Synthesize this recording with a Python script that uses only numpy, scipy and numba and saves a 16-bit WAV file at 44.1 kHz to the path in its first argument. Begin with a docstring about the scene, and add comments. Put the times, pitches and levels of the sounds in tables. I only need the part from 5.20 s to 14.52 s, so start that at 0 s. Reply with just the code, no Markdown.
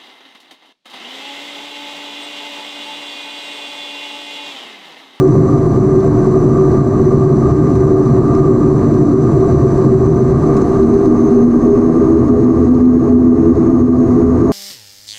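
"""Inside the cabin of a taxiing turboprop, one microphone at a seat. Beyond the hull the propeller
blades beat out a fuzzy stack of tones and the turbine whines through their wakes; the power comes up
after about five seconds. All around, the airflow roars and hisses and the cabin air booms; nearby,
loose trim ticks now and then. An automatic gain control rides the drone."""
import sys
import numpy as np
from scipy import signal
from scipy.fft import rfft, irfft
from scipy.io import wavfile
from scipy.ndimage import uniform_filter1d, minimum_filter1d
from numba import njit

SR = 44100
rng = np.random.default_rng(int(sys.argv[2]) if len(sys.argv) > 2 else 0)


def digitize_waveform(pressure):
    """Quantize a signal to 16-bit integers and store it at the path in sys.argv[1].

    Rows of a 2-D input are taken as channels; values are limited to [-1, 1].
    """
    field = np.atleast_2d(pressure).T
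    bounded = np.clip(field, -1, 1)
    quanta = np.round(bounded * 32767).astype(np.int16)
    wavfile.write(sys.argv[1], SR, quanta)


N = 410991

# Slow levels of the drone: (time [s], blade orders 1, 3, 4, 5 [dB each], cabin boom [dB])
DRONE_LEVELS = [(0, -32.5, -25.5, -17.5, -11.5, -11.5), (1, -27.5, -21.5, -18, -13, -15.5),
                (1.8, -26.5, -19, -22, -14, -12.5), (2.5, -21, -24, -16.5, -14, -13.5),
                (3.3, -32, -17.5, -18.5, -12, -14.5), (3.9, -33.5, -18, -13.5, -14.5, -13),
                (4.3, -21.5, -26.5, -21.5, -14.5, -14.5), (5, -22, -17.5, -23.5, -11, -12.5),
                (5.3, -28, -22, -25, -17, -18), (5.53, -26.5, -25, -27, -15.5, -26.5),
                (5.62, -29.5, -15.5, -15, -12, -29.5), (6.3, -28.5, -7, -16, -13.5, -24),
                (6.7, -25.5, -12.5, -12, -12, -25.5), (7.1, -19, -11.5, -12.5, -14, -17.5),
                (7.6, -16.5, -3.5, -15, -15.5, -21), (8.2, -17, -3.5, -10, -13.5, -20.5),
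                (8.7, -17, -6, -12, -17, -19), (9.32, -17, -13.5, -19.5, -14.5, -23)]


def gain_of(db):
    """Decibels as an amplitude factor."""
    return 10 ** (np.asarray(db) / 20)


def unit_rms(x):
    """Scales to an rms of 1."""
    return x / np.sqrt(np.mean(abs(x) ** 2) + 1e-20)


def curves(rows):
    """A timed table's columns as curves, one value a sample."""
    times, *columns = np.transpose(rows)
    return [np.interp(np.arange(N) / SR, times, column) for column in columns]


def flutter(width_hz, hop=16):
    """Slow complex noise of rms 1: the random envelope that blurs a tone."""
    pole, steps = np.exp(-np.pi * width_hz * hop / SR), N // hop + 2
    noise = rng.standard_normal((steps + 1000, 2)) @ [1, 1j]
    slow = signal.lfilter([1], np.convolve([1, -pole], [1, -pole]), noise)[-steps:]
    return unit_rms(np.interp(np.arange(N) / hop, np.arange(steps), slow))


def steadied(envelope, window_s=.55):
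    """Keeps the quick flutter and evens out slow swells."""
    return envelope / np.sqrt(uniform_filter1d(abs(envelope) ** 2, round(window_s * SR)) + 0.08)


def phase_of(hz):
    """Running phase in radians of a steady or gliding pitch."""
    return 2 * np.pi * np.cumsum(hz * np.ones(N)) / SR


def tone(hz, envelope):
    """A carrier at the given pitch, as strong in rms as its envelope."""
    return np.sqrt(2) * (envelope * np.exp(1j * phase_of(hz))).real


def ring(x, hz, width_hz):
    """A two-stage resonance of gain 1 at hz."""
    b, a = signal.iirpeak(hz, hz / width_hz, SR)
    return signal.lfilter(b, a, signal.lfilter(b, a, x))


def airflow(power):
    """The bed under everything: a broad, patchy roar of air heard through the hull."""
    # Shape of the roar: (frequency [Hz], relative level [dB])
    spectrum = [(12, -49), (20, -22.5), (65, -8.5), (129, -9), (263, -3.5), (376, -5.5), (494, -18.5),
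                (687, -22), (903, -22.5), (1190, -23.5), (1330, -31.5), (1790, -36.5), (3370, -57),
                (5990, -51), (14000, -81)]
    knot_hz, knot_db = np.transpose(spectrum)
    frames, hz = N // 256 + 5, np.fft.rfftfreq(1024, 1 / SR)
    shape_db = np.interp(np.log(hz + 1), np.log(knot_hz + 1), knot_db)[:, None]
    real, imag, patches = rng.standard_normal((frames, 513, 3)).T
    patch_db = 0.86 * unit_rms(uniform_filter1d(uniform_filter1d(patches, 40, axis=0), 8, axis=1))
    bins = (real + 1j * imag) * gain_of(shape_db + patch_db)
    roar = signal.istft(bins, nperseg=1024, noverlap=768)[1][:N]
    return gain_of(-17.5 + 0.55 * power) * unit_rms(roar)


def hull(power):
    """Airflow noise rings the hull and cabin; the resonances shift in strength as the power comes up."""
    # Resonances: (frequency [Hz], width [Hz], level at idle [dB], level with power up [dB])
    resonances = [(34.2, 14, -32, -31), (62.4, 15, -42.5, -34), (111.4, 14, -29, -26),
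                  (201, 24, -23.5, -36), (241, 22, -32, -26), (292, 7.7, -29, -24.5), (353, 80, -20, -19.5),
                  (412, 35, -27.5, -38.5), (594, 17, -41, -47), (671, 24, -36.5, -39.5),
                  (733, 68, -38, -43.5), (1114, 170, -34.5, -33.5), (1195, 40, -39.5, -38.5),
                  (1572, 120, -49, -50.5), (1940, 110, -57.5, -57.5), (4130, 880, -55.5, -59.5),
                  (4810, 250, -65, -70.5), (6140, 810, -58.5, -78), (6400, 620, -71.5, -54.5),
                  (7720, 840, -60, -65.5), (9970, 1600, -62, -64.5)]
    hz = np.fft.rfftfreq(N, 1 / SR)
    noise = rfft(rng.standard_normal(N))
    spectra = np.zeros((2, len(hz)))
    for centre_hz, width_hz, *levels_db in resonances:
        bell = 1 / (1 + (2 * (hz - centre_hz) / width_hz) ** 2) ** 2
        spectra += gain_of(levels_db)[:, None] ** 2 * bell / bell.mean()
    idle, up = irfft(noise * np.sqrt(spectra), N)
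    return idle + power * (up - idle)


def trim_panel(x):
    """A trim panel rings in the treble when rubbed."""
    # Panel modes: (frequency [Hz], width [Hz], gain [dB])
    modes = [(2300, 600, -1.5), (4200, 800, 0.5), (5200, 600, -0.5), (6660, 1200, -3.5),
             (10000, 1200, -12.5)]
    return sum(gain_of(db) * ring(x, hz, width_hz) for hz, width_hz, db in modes)


def trim_ticks(faint_per_s=9.8):
    """Loose trim nearby: bursts of friction noise ring the panel, a few distinct and many faint."""
    # Distinct rattles: (time [s], gain [dB], length [s], pitch of the ring that stands out [Hz])
    rattles = [(.802, -31, .006, 4000), (2.534, -46, .012, 4000), (2.552, -30, .008, 5700),
               (3.15, -25.5, .004, 5170), (3.568, -34, .005, 5900), (5.364, -30, .016, 6450),
               (5.413, -36, .014, 7000), (5.628, -34, .005, 5800), (5.739, -32, .005, 5300),
               (5.856, -33, .006, 4000), (7.242, -33, .006, 4200), (7.546, -37, .005, 4200),
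               (7.654, -31.5, 0.0055, 4500), (8.354, -37, .005, 4220)]
    out, t = np.zeros(N), np.arange(2000) / SR
    for start_s, db, length_s, hz in rattles:
        attack = np.minimum(t / 0.00082, 1)
        burst = rng.standard_normal(len(t)) * attack * np.exp(-(t / length_s) ** 3)
        out[round(start_s * SR):][:len(t)] += gain_of(db) * (trim_panel(burst) + 0.6 * ring(burst, hz, 1200))
    onsets = rng.random(N) < faint_per_s / SR
    taps = onsets * gain_of(3.6 * np.minimum(rng.exponential(1, N), 4))
    faint = signal.oaconvolve(taps, np.exp(-t / .003))[:N] * rng.standard_normal(N)
    return out + gain_of(-44) * trim_panel(faint)


def whirr(power, hz=1183):
    """A narrow fluttering band, perhaps the gearbox, that eases a little under power."""
    envelope = flutter(width_hz=83) * gain_of(3.8 * flutter(width_hz=9.8).real)
    return gain_of(-35 - 2.5 * power) * tone(hz, envelope)


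def turbine(blade_hz, power, ratio=78.7, upper_ratio=97):
    """The whine outside: each passing blade wake dims it and bends its pitch, giving a comb of sidebands."""
    # Slow level of the whine: (time [s], level [dB])
    levels = [(0, -50), (2, -50.5), (3, -51.5), (5.1, -50), (5.6, -54), (6.1, -47.5), (7, -54.5),
              (8.07, -58), (8.5, -52), (9.32, -55)]
    # Its bands: (blur [Hz], share at idle [dB], share with power up [dB], wake chop [Np], bend [rad])
    bands = [(60, -6, -6, 0.23, 1.2), (330, -2.5, -4.5, .3, .1)]
    out, blade_phase = np.zeros(N), phase_of(blade_hz)
    whine_db = curves(levels)[0] + 2 * flutter(width_hz=12).real  # flickers at random
    for blur_hz, idle_db, up_db, chop, bend in bands:
        wakes = np.exp(chop * np.cos(blade_phase) + 1j * bend * np.sin(blade_phase + .9))
        whine = tone(ratio * blade_hz, unit_rms(flutter(blur_hz) * wakes))
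        out += gain_of(whine_db + idle_db + power * (up_db - idle_db)) * whine
    upper_whine = tone(upper_ratio * blade_hz, flutter(width_hz=300))
    return out + gain_of(-57.5 - 20 * power) * upper_whine


def cabin_boom(hz=132.26, width_hz=37.5):
    """The cabin's loudest air resonance, a low fluttering boom around the microphone."""
    boom_db = curves(DRONE_LEVELS)[-1]
    return gain_of(boom_db) * tone(hz, steadied(flutter(width_hz)))


def propellers(blade_hz, power):
    """The main drone: tones at multiples of the blade rate, blurred as the blades cut turbulent air."""
    # Loud tones: (order, blur [Hz], clean share at idle [0-1], clean share with power up [0-1],
    # pull of a neighbouring hull resonance on the blurred part at idle [Hz])
    loud_orders = [(1, 8, .15, .22, 0.44), (3, 23.5, .05, .35, 5), (4, 18.2, 0.09, 0.25, -8),
                   (5, 20.4, 0.2, 0.089, -3)]
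    # Faint tones, all blur: (order, blur [Hz], level at idle [dB], level with power up [dB])
    faint_orders = [(2, 5.3, -20.5, -23.5), (6, 32, -31.5, -29.5), (7, 14, -33, -39), (8, 22, -36.5, -30.5),
                    (9, 35, -31.5, -38.5)]
    out, order_db = np.zeros(N), curves(DRONE_LEVELS)[:-1]
    for (order, blur_hz, idle, up, pull_hz), db in zip(loud_orders, order_db):
        clean = idle + np.sqrt(power) * (up - idle)
        halo = flutter(blur_hz) * np.exp(1j * phase_of(pull_hz * (1 - power)))
        envelope = np.sqrt(clean) + np.sqrt(1 - clean) * halo
        out += gain_of(db) * tone(order * blade_hz, steadied(envelope))
    for order, blur_hz, idle_db, up_db in faint_orders:
        out += gain_of(idle_db + power * (up_db - idle_db)) * tone(order * blade_hz, flutter(blur_hz))
    return out


def at_seat(x):
    """Cabin reflections cancel at the microphone in a few narrow bands."""
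    # Standing-wave nulls: (frequency [Hz], width [Hz], depth [dB])
    nulls = [(84, 2.9, -4), (174, 8.9, -6.5), (420, 4.1, -4), (549, 12, -5.5)]
    hz = np.fft.rfftfreq(N, 1 / SR)
    dips_db = sum(db / (1 + (2 * (hz - null_hz) / width_hz) ** 2) for null_hz, width_hz, db in nulls)
    return irfft(rfft(x) * gain_of(dips_db), N)


def scene():
    """Everything heard at one seat, in mono; power runs from 0 at idle to 1 as the blades speed up."""
    # Blades passing the hull: (time [s], blade rate [Hz])
    blade_rates = [(0, 76.5), (4.6, 76.5), (5, 77), (5.5, 78.1), (6, 79.3), (6.5, 80.7), (7, 82.2),
                   (7.5, 82.9), (9.32, 83.3)]
    blade_hz, = curves(blade_rates)
    power = (blade_hz - blade_hz.min()) / np.ptp(blade_hz)
    drone = cabin_boom() + propellers(blade_hz, power)
    machinery = turbine(blade_hz, power) + whirr(power)
    roar = airflow(power) + hull(power)
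    return (at_seat(drone + machinery + roar) + trim_ticks())[None]


@njit
def ride(level_db, limit_db, attack_s, release_s):
    """Gain in dB that drops fast when the level is over the limit and creeps back."""
    cut_db, gain_db = 0., np.zeros(len(level_db))
    for i in range(len(level_db)):
        excess_db = max(level_db[i] - limit_db, 0.)
        lag_s = attack_s if excess_db > cut_db else release_s
        cut_db += (excess_db - cut_db) / (lag_s * SR)
        gain_db[i] = -cut_db
    return gain_db


def record(dry, cutoff_hz=14300):
    """Behind the microphone: gain control rides the drone and pumps the hiss; then limiter and low-pass."""
    fast_db = 10 * np.log10(abs(uniform_filter1d(dry[0] ** 2, size=300)) + 1e-12)
    slow_db = 10 * np.log10(abs(uniform_filter1d(dry[0] ** 2, size=15000)) + 1e-12)
    duck_db = 0.4 * ride(fast_db, limit_db=-14., attack_s=0.0016, release_s=0.036)
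    levelled = dry * gain_of(3.0 - 0.25 * (slow_db + 8.9) + duck_db)
    peaks = -minimum_filter1d(-abs(levelled[0]), size=401)  # sees each peak just before it arrives
    limiter_db = ride(20 * np.log10(peaks + 1e-9), limit_db=-0.65, attack_s=40 / SR, release_s=.08)
    limited = levelled * gain_of(uniform_filter1d(limiter_db, size=100))
    lowpass = signal.firwin(511, cutoff_hz, window=("kaiser", 9), fs=SR)
    return signal.oaconvolve(limited, lowpass[None], "same")


dry = scene()
out = record(dry)
digitize_waveform(out)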